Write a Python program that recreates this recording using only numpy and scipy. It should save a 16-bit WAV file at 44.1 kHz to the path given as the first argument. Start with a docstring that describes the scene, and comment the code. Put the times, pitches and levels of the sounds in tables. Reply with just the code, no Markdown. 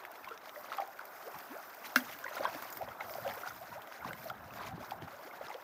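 """A wash of lapping and fine droplets, then plops at mid distance: fish stir a pond while they feed.
Plops are gliding notes of air pockets; ticks are showers of tiny damped sines and noise; lone drops ping.
The wash is coloured noise plus random damped sines. A soft hiss close by (cloth or grass, perhaps) is high noise;
light wind bumps the microphone as low noise, and one small hard object clicks: noise burst plus ringing modes."""
import sys
import numpy as np
from scipy import signal
from scipy.fft import rfft, irfft, next_fast_len
from scipy.io import wavfile
from scipy.ndimage import uniform_filter1d, map_coordinates

SR = 44100
rng = np.random.default_rng(int(sys.argv[2]) if len(sys.argv) > 2 else 0)


def unload_audio(sound):
    """Save the sound as a 16-bit wav file, at the path given as the first command line argument."""
    columns = np.transpose(np.atleast_2d(sound))
    # keep every value between -1 and 1, then stretch to whole-number steps
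    steps = np.round(np.clip(columns, -1, 1) * 32767)
    wavfile.write(sys.argv[1], SR, steps.astype(np.int16))


N = 248283

# spectra of the wind, hiss and mist, lapping, spray: [f/Hz, relative density/dB]
WIND_SPECTRUM = [(25, -40), (50, -13), (80, -5.5), (120, -5), (180, -9), (260, -11.5), (400, -35),
                 (700, -120)]
HIGH_SPECTRUM = [(1500, -74), (5000, -6.5), (7000, -13.5), (10000, -15), (12000, -9.5), (13300, 0),
                 (14300, 1), (15400, -5), (17000, -9)]
LAPPING_SPECTRUM = [(71, -58), (120, -20), (355, -6.5), (456, -10), (668, 0.5), (896, -4.5), (1500, -3),
                    (2070, -17), (2360, -19.5), (4000, -25), (5200, -86), (8800, -120)]
SPRAY_SPECTRUM = [(300, -90), (1100, -2), (2000, 11.5), (3000, -1.5), (5000, -0.5), (6500, -1.5),
                  (8000, -10), (11000, -6), (16000, -4.5)]
# tone of the small-bubble grains: [f/Hz, relative gain/dB]
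BURBLE_TONE = [(100, -46), (250, -10.5), (450, -8), (700, -4.5), (1600, -4), (2300, -13), (5000, -9.5)]
# wind puffs on the microphone port: [peak t/s, level/dB, rise/s, fall/s]
WIND_PUFFS = [(1.364, -55, 0.026, 0.012), (2.1, -61, 0.11, 0.1), (2.43, -62, 0.032, 0.07),
              (2.56, -61, 0.033, 0.012), (2.886, -51.5, 0.086, 0.021), (3.12, -63, 0.08, 0.035),
              (3.32, -55.5, 0.17, 0.041), (3.59, -61.5, 0.076, 0.054), (3.781, -62, 0.11, 0.037),
              (4.055, -50.5, 0.037, 0.097), (4.22, -63, 0.036, 0.059), (4.45, -53, 0.17, 0.4),
              (4.747, -50.5, 0.062, 0.065), (5.045, -48, 0.033, 0.043), (5.44, -56, 0.023, 0.026)]
# hiss: [t/s, level/dB]
HISS_LEVELS = [(0, -72), (0.21, -62.5), (0.41, -69.5), (0.59, -56.5), (0.69, -65), (1, -64), (1.22, -59),
               (1.77, -60), (2.12, -55), (2.24, -61), (2.4, -60.5), (2.77, -54.5), (2.85, -64), (3.0, -65),
               (3.04, -60), (3.11, -52), (3.18, -56), (3.61, -59.5), (3.7, -64.5), (3.95, -64.5),
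               (4.26, -59), (4.35, -69.5), (4.56, -61), (4.76, -73), (4.9, -58.5), (5.01, -71), (5.26, -62),
               (5.42, -68), (5.63, -66)]
# how much the pond is stirred: [t/s, lapping level/dB]
STIR_LEVELS = [(0, -51), (0.42, -53), (0.92, -53), (1.23, -50.5), (1.57, -51), (1.7, -52), (2.01, -48),
               (2.2, -50), (2.6, -47), (2.85, -52), (3.2, -48.5), (3.6, -52), (4, -51), (4.45, -53),
               (5, -51), (5.63, -51.5)]
# surges of water from a fish: [crest t/s, lapping level/dB, spray level/dB, rise/s, fall/s]
SPLASH_SURGES = [(0.25, -54, -62, 0.041, 0.073), (0.79, -50.5, -59, 0.18, 0.072),
                 (2.36, -50, -50.5, 0.042, 0.057), (2.455, -41, -52, 0.043, 0.046),
                 (3.01, -47.5, -64, 0.016, 0.033), (3.30, -49, -58, 0.056, 0.18),
                 (3.48, -57, -59, 0.11, 0.067), (4.08, -46, -62, 0.051, 0.041),
                 (4.27, -53.5, -56.5, 0.061, 0.037), (4.65, -47.5, -64.5, 0.12, 0.053),
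                 (5.48, -56, -65, 0.096, 0.031)]
# click of the hard object: [t/s, nominal level/dB]
CLICK_EVENT = (1.959, -12)
# modes of the clicked shell: [f/Hz, relative level/dB, t60/s]
SHELL_MODES = [(257, -13, 0.1), (290, -17, 0.039), (580, -8, 0.016), (1340, -14, 0.01), (1453, -0.5, 0.024),
               (1585, 1.5, 0.029), (2170, -13.5, 0.03), (2740, -16.5, 0.044), (3480, -12, 0.014),
               (4200, -4, 0.0065)]
# single drops that ping: [t/s, level/dB, f/Hz]
LONE_DROPS = [(0.285, -44, 2730), (0.784, -47, 3270), (2.004, -43, 3260), (2.189, -46, 2410),
              (2.456, -39, 3270), (2.47, -46, 5370), (2.559, -49, 2520), (2.726, -41.5, 6820),
              (3.108, -46, 5350), (3.289, -49, 3480), (3.319, -45, 2240), (4.007, -45.5, 2140),
              (4.091, -45, 2760), (4.133, -47, 3020), (4.507, -46.5, 2630), (5.311, -43, 2150),
              (5.484, -45, 5260), (5.513, -40, 2040)]
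# droplet ticks: [t/s, nominal lower-part level/dB, nominal top-part level/dB]
DROPLET_TICKS = [(0.0373, -46, -58), (0.051, -38.5, -47), (0.1147, -59, -46), (0.2448, -38.5, -60),
                 (0.2879, -39, -50), (0.309, -45, -56), (0.376, -41.5, -66), (0.458, -44, -54),
                 (0.4935, -40, -63), (0.725, -33.5, -56), (0.734, -45, -60), (0.769, -50, -42),
                 (0.803, -42, -45), (0.875, -55, -45.5), (0.99, -43, -49), (1.053, -48, -44),
                 (1.386, -48, -42), (2.006, -51, -45), (2.112, -39.5, -48), (2.187, -43, -45),
                 (2.2406, -37, -59), (2.284, -38, -61), (2.355, -40, -39), (2.392, -47, -45),
                 (2.447, -31, -53), (2.5483, -37, -59), (2.623, -34.5, -40), (2.702, -56, -39),
                 (2.726, -44, -38.5), (2.771, -38, -35), (2.819, -42, -62), (2.887, -39, -62),
                 (3.006, -37, -58), (3.096, -41, -58), (3.138, -37, -60), (3.18, -47, -58),
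                 (3.2146, -45, -60), (3.277, -37, -58), (3.2896, -35, -51), (3.2983, -34.5, -58),
                 (3.337, -44, -43), (3.377, -37, -52), (3.474, -41, -46), (3.8189, -39, -45.5),
                 (3.873, -39, -52), (3.923, -40, -60), (4.046, -44, -52), (4.131, -37.5, -66),
                 (4.2424, -57, -41.5), (4.299, -37.5, -45.5), (4.537, -39.5, -58), (4.634, -40.5, -61.5),
                 (4.668, -38.5, -52), (4.909, -35, -55), (5.022, -37, -64), (5.4672, -40, -62),
                 (5.543, -39, -65)]
# plops of air pockets: [t/s, nominal level/dB, first f/Hz, glide-end f/Hz, nominal length/s]
AIR_POCKETS = [(0.275, -34.5, 1010, 1020, 0.0051), (0.31, -43, 447, 444, 0.015),
               (0.314, -40.5, 1280, 1470, 0.012), (0.56, -34.5, 1830, 1940, 0.0023),
               (0.564, -43.5, 603, 594, 0.025), (0.643, -41.5, 1140, 1140, 0.0082),
               (0.7185, -31, 1320, 1270, 0.0027), (0.734, -33, 1150, 1150, 0.0021),
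               (0.784, -23, 1150, 1180, 0.0027), (0.778, -33.5, 813, 738, 0.024),
               (0.799, -25, 760, 740, 0.0038), (0.819, -30.5, 702, 750, 0.0073),
               (0.877, -44, 795, 720, 0.01), (0.993, -33.5, 1420, 1490, 0.0032), (1, -44, 880, 1500, 0.017),
               (1.263, -41, 407, 690, 0.023), (1.343, -31, 1060, 950, 0.003), (1.344, -47, 875, 760, 0.025),
               (1.491, -46.5, 234.6, 598, 0.067), (1.562, -36.5, 623, 666, 0.0082),
               (2.011, -45, 241, 333, 0.016), (2.08, -41.5, 1235, 1250, 0.0056),
               (2.243, -31, 1520, 1560, 0.0044), (2.251, -43.5, 558, 540, 0.01),
               (2.262, -33, 990, 980, 0.0045), (2.264, -34, 1950, 1890, 0.004),
               (2.28, -36, 1910, 1940, 0.0031), (2.31, -42, 590, 630, 0.013),
               (2.366, -37, 636, 606, 0.0054), (2.367, -37.5, 1460, 1310, 0.011),
               (2.381, -37, 1050, 1020, 0.0063), (2.392, -37.5, 790, 765, 0.0073),
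               (2.393, -42.5, 332, 318, 0.023), (2.405, -30.5, 580, 623, 0.01),
               (2.44, -36, 637, 640, 0.011), (2.458, -33, 1580, 1590, 0.0073),
               (2.452, -20.5, 1020, 1000, 0.0036), (2.468, -39, 616, 636, 0.013),
               (2.547, -37.5, 635, 620, 0.0049), (2.55, -43.5, 287, 320, 0.021),
               (2.766, -47.5, 287, 634, 0.05), (2.808, -32, 680, 840, 0.012),
               (2.823, -30, 617, 655, 0.0054), (2.876, -31, 946, 983, 0.0018),
               (2.878, -40, 515, 777, 0.011), (2.917, -39.5, 1350, 1340, 0.004),
               (3.006, -36, 1410, 1340, 0.0033), (3.007, -35.5, 2080, 2170, 0.0044),
               (3.008, -35, 900, 825, 0.006), (3.079, -46.5, 692, 656, 0.039),
               (3.106, -36, 622, 635, 0.0081), (3.153, -34.5, 730, 695, 0.0083),
               (3.183, -29, 657, 610, 0.0044), (3.249, -34, 710, 660, 0.015), (3.26, -34, 550, 563, 0.02),
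               (3.276, -31, 710, 710, 0.0041), (3.296, -37, 794, 734, 0.012), (3.37, -41, 515, 466, 0.0092),
               (3.434, -38, 1380, 1400, 0.0066), (3.457, -38.5, 687, 897, 0.0186),
               (3.458, -36.5, 1530, 1510, 0.0035), (3.471, -35.5, 1480, 1430, 0.006),
               (3.506, -38.5, 1350, 1435, 0.0065), (3.61, -43, 656, 730, 0.02),
               (3.726, -37.5, 970, 940, 0.0092), (3.753, -40.5, 559, 956, 0.036),
               (3.88, -45.5, 644, 680, 0.014), (4.024, -40, 1310, 1540, 0.0067),
               (4.046, -28.5, 1070, 1060, 0.0036), (4.053, -32.5, 258, 198, 0.0053),
               (4.06, -41, 810, 770, 0.007), (4.108, -34, 1530, 1510, 0.0044), (4.11, -47, 556, 535, 0.011),
               (4.132, -32, 2040, 2090, 0.0017), (4.254, -41, 675, 615, 0.025),
               (4.301, -30, 1320, 1390, 0.0043), (4.31, -32, 880, 763, 0.0056),
               (4.606, -33.5, 1000, 980, 0.006), (4.708, -44, 768, 764, 0.027),
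               (4.778, -37.5, 362, 325, 0.0062), (4.803, -42.5, 566, 1240, 0.039),
               (4.919, -27.5, 860, 760, 0.0036), (5.008, -45, 880, 900, 0.007),
               (5.073, -43.5, 1080, 1540, 0.011), (5.018, -43, 378, 229, 0.0216),
               (5.126, -50, 544, 700, 0.042), (5.187, -52.5, 544, 635, 0.029),
               (5.243, -47.5, 287, 752, 0.048), (5.41, -34, 570, 730, 0.0078),
               (5.501, -35.5, 833, 860, 0.0067), (5.517, -37.5, 940, 970, 0.007),
               (5.546, -38, 474, 522, 0.0099)]
# decay of the scattered answer: [f/Hz, t60/s]
BANK_DECAY = [(200, 0.3), (2000, 0.08), (10000, 0.056)]

BREEZE_DB = -77.5  # between the puffs
CALM_DB, CALM_SPRAY_DB = -51, -64  # spray level when the lapping is at CALM_DB
SPRAY_DB_PER_STIR_DB = 1.68
GRAIN_SURGE_POWER = 0.23  # growth of grains with the surge
DROP_ATTACK_S, DROP_T60_S = 0.00038, 0.02
TICK_T60_S = 0.017
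SNAP_REL_DB, SNAP_HZ, SNAP_DECAY_S = -3.5, 1700, 0.00023  # the flick that opens a tick
GLIDE_TIME_POWER = 1.823  # slow at first, then quick
GLIDE_SWELL_POWER = 0.17  # a rising note swells with its pitch
ATTACK_SHARE_PER_OCTAVE = 0.16  # share of length added to the attack of a rising note
HOLD_PER_CYCLE = 0.04  # long notes hold their level and stop more abruptly
BAND_LIMIT_HZ = 15600


def amp(db):
    """dB to linear gain."""
    return 10 ** (np.asarray(db) / 20)


def unit(x):
    """x at rms 1."""
    return x / np.sqrt(np.mean(x ** 2) + 1e-20)


def along(points, hz):
    """Interpolate [Hz, value] points on a log axis."""
    f, v = np.transpose(points)
    return np.interp(np.log(hz + 1), np.log(f + 1), v)


def curve(rows):
    """One value per sample from [s, value] rows."""
    s, values = np.transpose(rows)
    return np.interp(np.arange(N) / SR, s, values)


def wobble(knots_hz):
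    """Smooth random curve through knots_hz knots a second."""
    knots = rng.standard_normal(int(N * knots_hz / SR) + 4)
    return map_coordinates(knots, [np.arange(N) * knots_hz / SR])


def swell(s, rise_s, fall_s):
    """Bell-shaped gain, peak 1 at s, with its own width on each side."""
    t = np.arange(N) / SR - s
    return np.exp(-np.abs(t / np.where(t < 0, rise_s, fall_s)) ** 1.55)


def add_at(out, s, x):
    """Add x to out from time s, in place."""
    out[round(s * SR):][:len(x)] += x


def filtered(x, response):
    """x times a response of frequency."""
    m = next_fast_len(N + SR // 2)
    return irfft(rfft(x, m) * response(np.fft.rfftfreq(m, 1 / SR)), m)[..., :N]


def coloured(x, spectrum):
    """x given a spectrum, at the gain that keeps white noise at its rms."""
    def gain(hz):
        g = amp(along(spectrum, hz))
        return g / np.sqrt(np.mean(g ** 2))
    return filtered(x, gain)


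def rush(patchy_db):
    """White noise of rms 1 with time-frequency patches of random gain."""
    z = signal.stft(rng.standard_normal(N), nperseg=256)[2]
    field = uniform_filter1d(rng.standard_normal(z.shape), 4, axis=0)
    field = uniform_filter1d(field, 6, axis=1)
    return unit(signal.istft(z * amp(patchy_db * unit(field)), nperseg=256)[1][:N])


def grains(count, hz, octaves, cycles, rise, spread_db, size):
    """Damped sines at random times, each with its own pitch, life and strength; rms 1."""
    u, g = rng.random((count, 2)), rng.standard_normal((count, 2))
    t = np.arange(size) / SR
    pitch_hz = np.clip(hz * 2 ** (octaves * g[:, :1]), 100, SR / 2.5)
    age = t * pitch_hz / (cycles * np.exp(.5 * g[:, 1:]))  # in lives of the grain
    wave = np.sin(2 * np.pi * pitch_hz * t * (1 + rise * age))
    wave *= np.exp(-age) * (1 - np.exp(-3.5 * age))
    wave *= np.hanning(2 * size)[size:]  # fade to zero at the grain's end
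    wave *= amp(-spread_db * np.log(u[:, :1] + 0.018))  # a few grains are much stronger
    at = (u[:, 1:] * N).astype(int) + np.arange(size)
    return unit(np.bincount(at.ravel(), wave.ravel(), N + size)[:N])


def wind():
    """Eddies bump the microphone port in lumps, puff by puff: low noise under swelling gains."""
    level = amp(BREEZE_DB)
    for s, db, rise_s, fall_s in WIND_PUFFS:
        level = level + amp(db) * swell(s, rise_s, fall_s)
    rumble = coloured(rush(patchy_db=-0.5), WIND_SPECTRUM)
    return level * unit(amp(3.4 * wobble(35)) * rumble)


def hiss():
    """High, slightly gritty noise that swells and fades."""
    grit = grains(count=5000, hz=12300, octaves=0.68, cycles=1.0, rise=0, spread_db=5.0, size=32)
    level = amp(curve(HISS_LEVELS) + 1.1 * wobble(50))
    return level * coloured(rush(patchy_db=2.5) + 0.52 * grit, HIGH_SPECTRUM)


def water():
    """Many small bubbles merge into lapping under crackling droplets; splashes lift grains more than wash."""
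    stir_db = curve(STIR_LEVELS)
    calm_lap = amp(stir_db)
    calm_fine = amp(CALM_SPRAY_DB + SPRAY_DB_PER_STIR_DB * (stir_db - CALM_DB))
    lap, fine = calm_lap, calm_fine
    for s, lap_db, fine_db, rise_s, fall_s in SPLASH_SURGES:
        surge = swell(s, rise_s, fall_s)
        lap = np.hypot(lap, amp(lap_db) * surge)
        fine = np.hypot(fine, amp(fine_db) * surge)

    burble = grains(count=2000, hz=945.6, octaves=0.812, cycles=5.73, rise=0.069, spread_db=1.5, size=900)
    burble = unit(coloured(burble, BURBLE_TONE))
    more_burble = (lap / calm_lap) ** GRAIN_SURGE_POWER
    lapping = 0.72 * coloured(rush(patchy_db=2.0), LAPPING_SPECTRUM) + 0.66 * more_burble * burble

    fizz = grains(count=2200, hz=3715, octaves=0.644, cycles=13.0, rise=0.018, spread_db=2.0, size=128)
    drips = grains(count=900, hz=2600, octaves=0.642, cycles=10.4, rise=0.033, spread_db=3.5, size=500)
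    more = (fine / calm_fine) ** GRAIN_SURGE_POWER
    spray = coloured(rush(patchy_db=1.0) / more + 0.5 * more * fizz, SPRAY_SPECTRUM)
    spray += 0.32 * more * drips

    jostle = wobble(25.01)  # shared by lapping and spray
    lap_gain = lap * amp(0.31 * jostle)
    spray_gain = fine * amp(2.9 * jostle + 2.9 * wobble(60))
    return lap_gain * lapping + spray_gain * spray


def click():
    """A snap cracks as a noise burst and rings the modes of a small hard shell."""
    s, db = CLICK_EVENT
    out, t = np.zeros(N), np.arange(SR // 5) / SR
    ring = np.zeros(len(t))
    for hz, mode_db, t60_s in SHELL_MODES:
        build_up = 1 - np.exp(-(t * hz / 1.15) ** 2)  # over a cycle or two
        ring += amp(mode_db - 60 * t / t60_s) * np.sin(2 * np.pi * hz * t) * build_up
    crack = 0.26 * amp(-60 * t / 0.0059) + 0.054 * amp(-60 * t / 0.15)
    add_at(out, s, amp(db) * crack * rng.standard_normal(len(t)))
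    out = 0.74 * coloured(out, HIGH_SPECTRUM) + 1.3 * coloured(out, SPRAY_SPECTRUM)
    add_at(out, s + .0011, amp(db) * ring)  # the shell answers just after the crack
    return filtered(out, lambda hz: (1j * hz / (90 + 1j * hz)) ** 2)  # too small to radiate bass


def pings():
    """A lone drop traps a tiny bubble that rings one short high note."""
    out, t = np.zeros(N + SR), np.arange(SR // 20) / SR
    shape = (1 - np.exp(-(t / DROP_ATTACK_S) ** 2)) * amp(-60 * t / DROP_T60_S)
    shape /= shape.max()
    for s, db, hz in LONE_DROPS:
        add_at(out, s, amp(db) * shape * np.sin(2 * np.pi * hz * t))
    return out[:N]


def ticks():
    """Droplets and tail flicks break the surface: one snap, then a short shower of tiny ringing drops."""
    (low, high, snaps), t = np.zeros((3, N + SR)), np.arange(SR // 8) / SR
    flick = np.sin(2 * np.pi * SNAP_HZ * t) * np.exp(-t / SNAP_DECAY_S)
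    tail = amp(-60 * t / TICK_T60_S)
    shower = (1 - np.exp(-t / 0.00033)) * (tail + 0.75 * amp(-60 * t / 0.0027))
    puff = 1.56 * (1 - np.exp(-t / 0.0012)) * tail  # the finest mist builds more slowly
    for s, low_db, high_db in DROPLET_TICKS:
        add_at(low, s, amp(low_db) * shower)
        add_at(high, s, amp(high_db) * puff)
        add_at(snaps, s, amp(low_db + SNAP_REL_DB) * flick)
    drops = grains(count=16000, hz=2170, octaves=0.714, cycles=2.2, rise=0.013, spread_db=2.0, size=200)
    mist = rng.standard_normal((2, N))
    low_part = low[:N] * (0.68 * drops + 0.18 * coloured(mist[0], SPRAY_SPECTRUM))
    top_part = high[:N] * coloured(mist[1], HIGH_SPECTRUM)
    return snaps[:N] + low_part + top_part


def bubbles():
    """Each air pocket sings one gliding note: quick start, short hold, fading end."""
    out = np.zeros(N + SR)
    for s, db, first_hz, last_hz, length_s in AIR_POCKETS:
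        t = np.arange(round(3 * length_s * SR) + 200) / SR
        glide = np.minimum(t / length_s, 1.3) ** GLIDE_TIME_POWER
        hz = first_hz * (last_hz / first_hz) ** glide
        rise_oct = max(np.log2(last_hz / first_hz), 0)

        attack_s = 0.69 / first_hz + (0.065 + ATTACK_SHARE_PER_OCTAVE * rise_oct) * length_s
        shape = 1 - np.exp(-t / attack_s)
        shape *= (hz / first_hz) ** (GLIDE_SWELL_POWER * rise_oct)
        end_power = 2.0 + rise_oct + HOLD_PER_CYCLE * length_s * first_hz
        shape *= np.exp(-(t / (0.00029 + 1.134 * length_s)) ** end_power)

        # the pocket's wall shivers, less on rising notes
        flutter_hz = 90 * 2 ** rng.uniform(-0.58, 0.53)
        flutter_db = 3.4 / (1 + 6 * rise_oct) * np.sin(2 * np.pi * (flutter_hz * t + rng.random()))
        note = np.sin(2 * np.pi * np.cumsum(hz) / SR)
        add_at(out, s, amp(db) * shape * amp(flutter_db) * note)
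    return out[:N]


def banks(x):
    """Scattered answer of the water and the banks; each frequency dies at its own speed."""
    hz, t, z = signal.stft(rng.standard_normal(SR // 4), SR, nperseg=256)
    decay = amp(-60 * t / along(BANK_DECAY, hz)[:, None])
    tail = signal.istft(z * decay, SR, nperseg=256)[1]
    return signal.fftconvolve(x, tail / np.linalg.norm(tail))[:N]


def scene():
    """Sum of all sources; only plops, ticks, pings and click feed the banks."""
    splashes = bubbles() + ticks() + pings()
    snap = click()
    answer = banks(amp(-11.0) * splashes + amp(-11.5) * snap)
    return (wind() + hiss() + water() + snap + splashes + answer)[None]


def record(dry):
    """The microphone is weak in the deep bass; nothing passes above the band limit."""
    return filtered(dry, lambda hz: (1j * hz / (60 + 1j * hz)) ** 2 * (hz < BAND_LIMIT_HZ))


dry = scene()
out = record(dry)
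unload_audio(out)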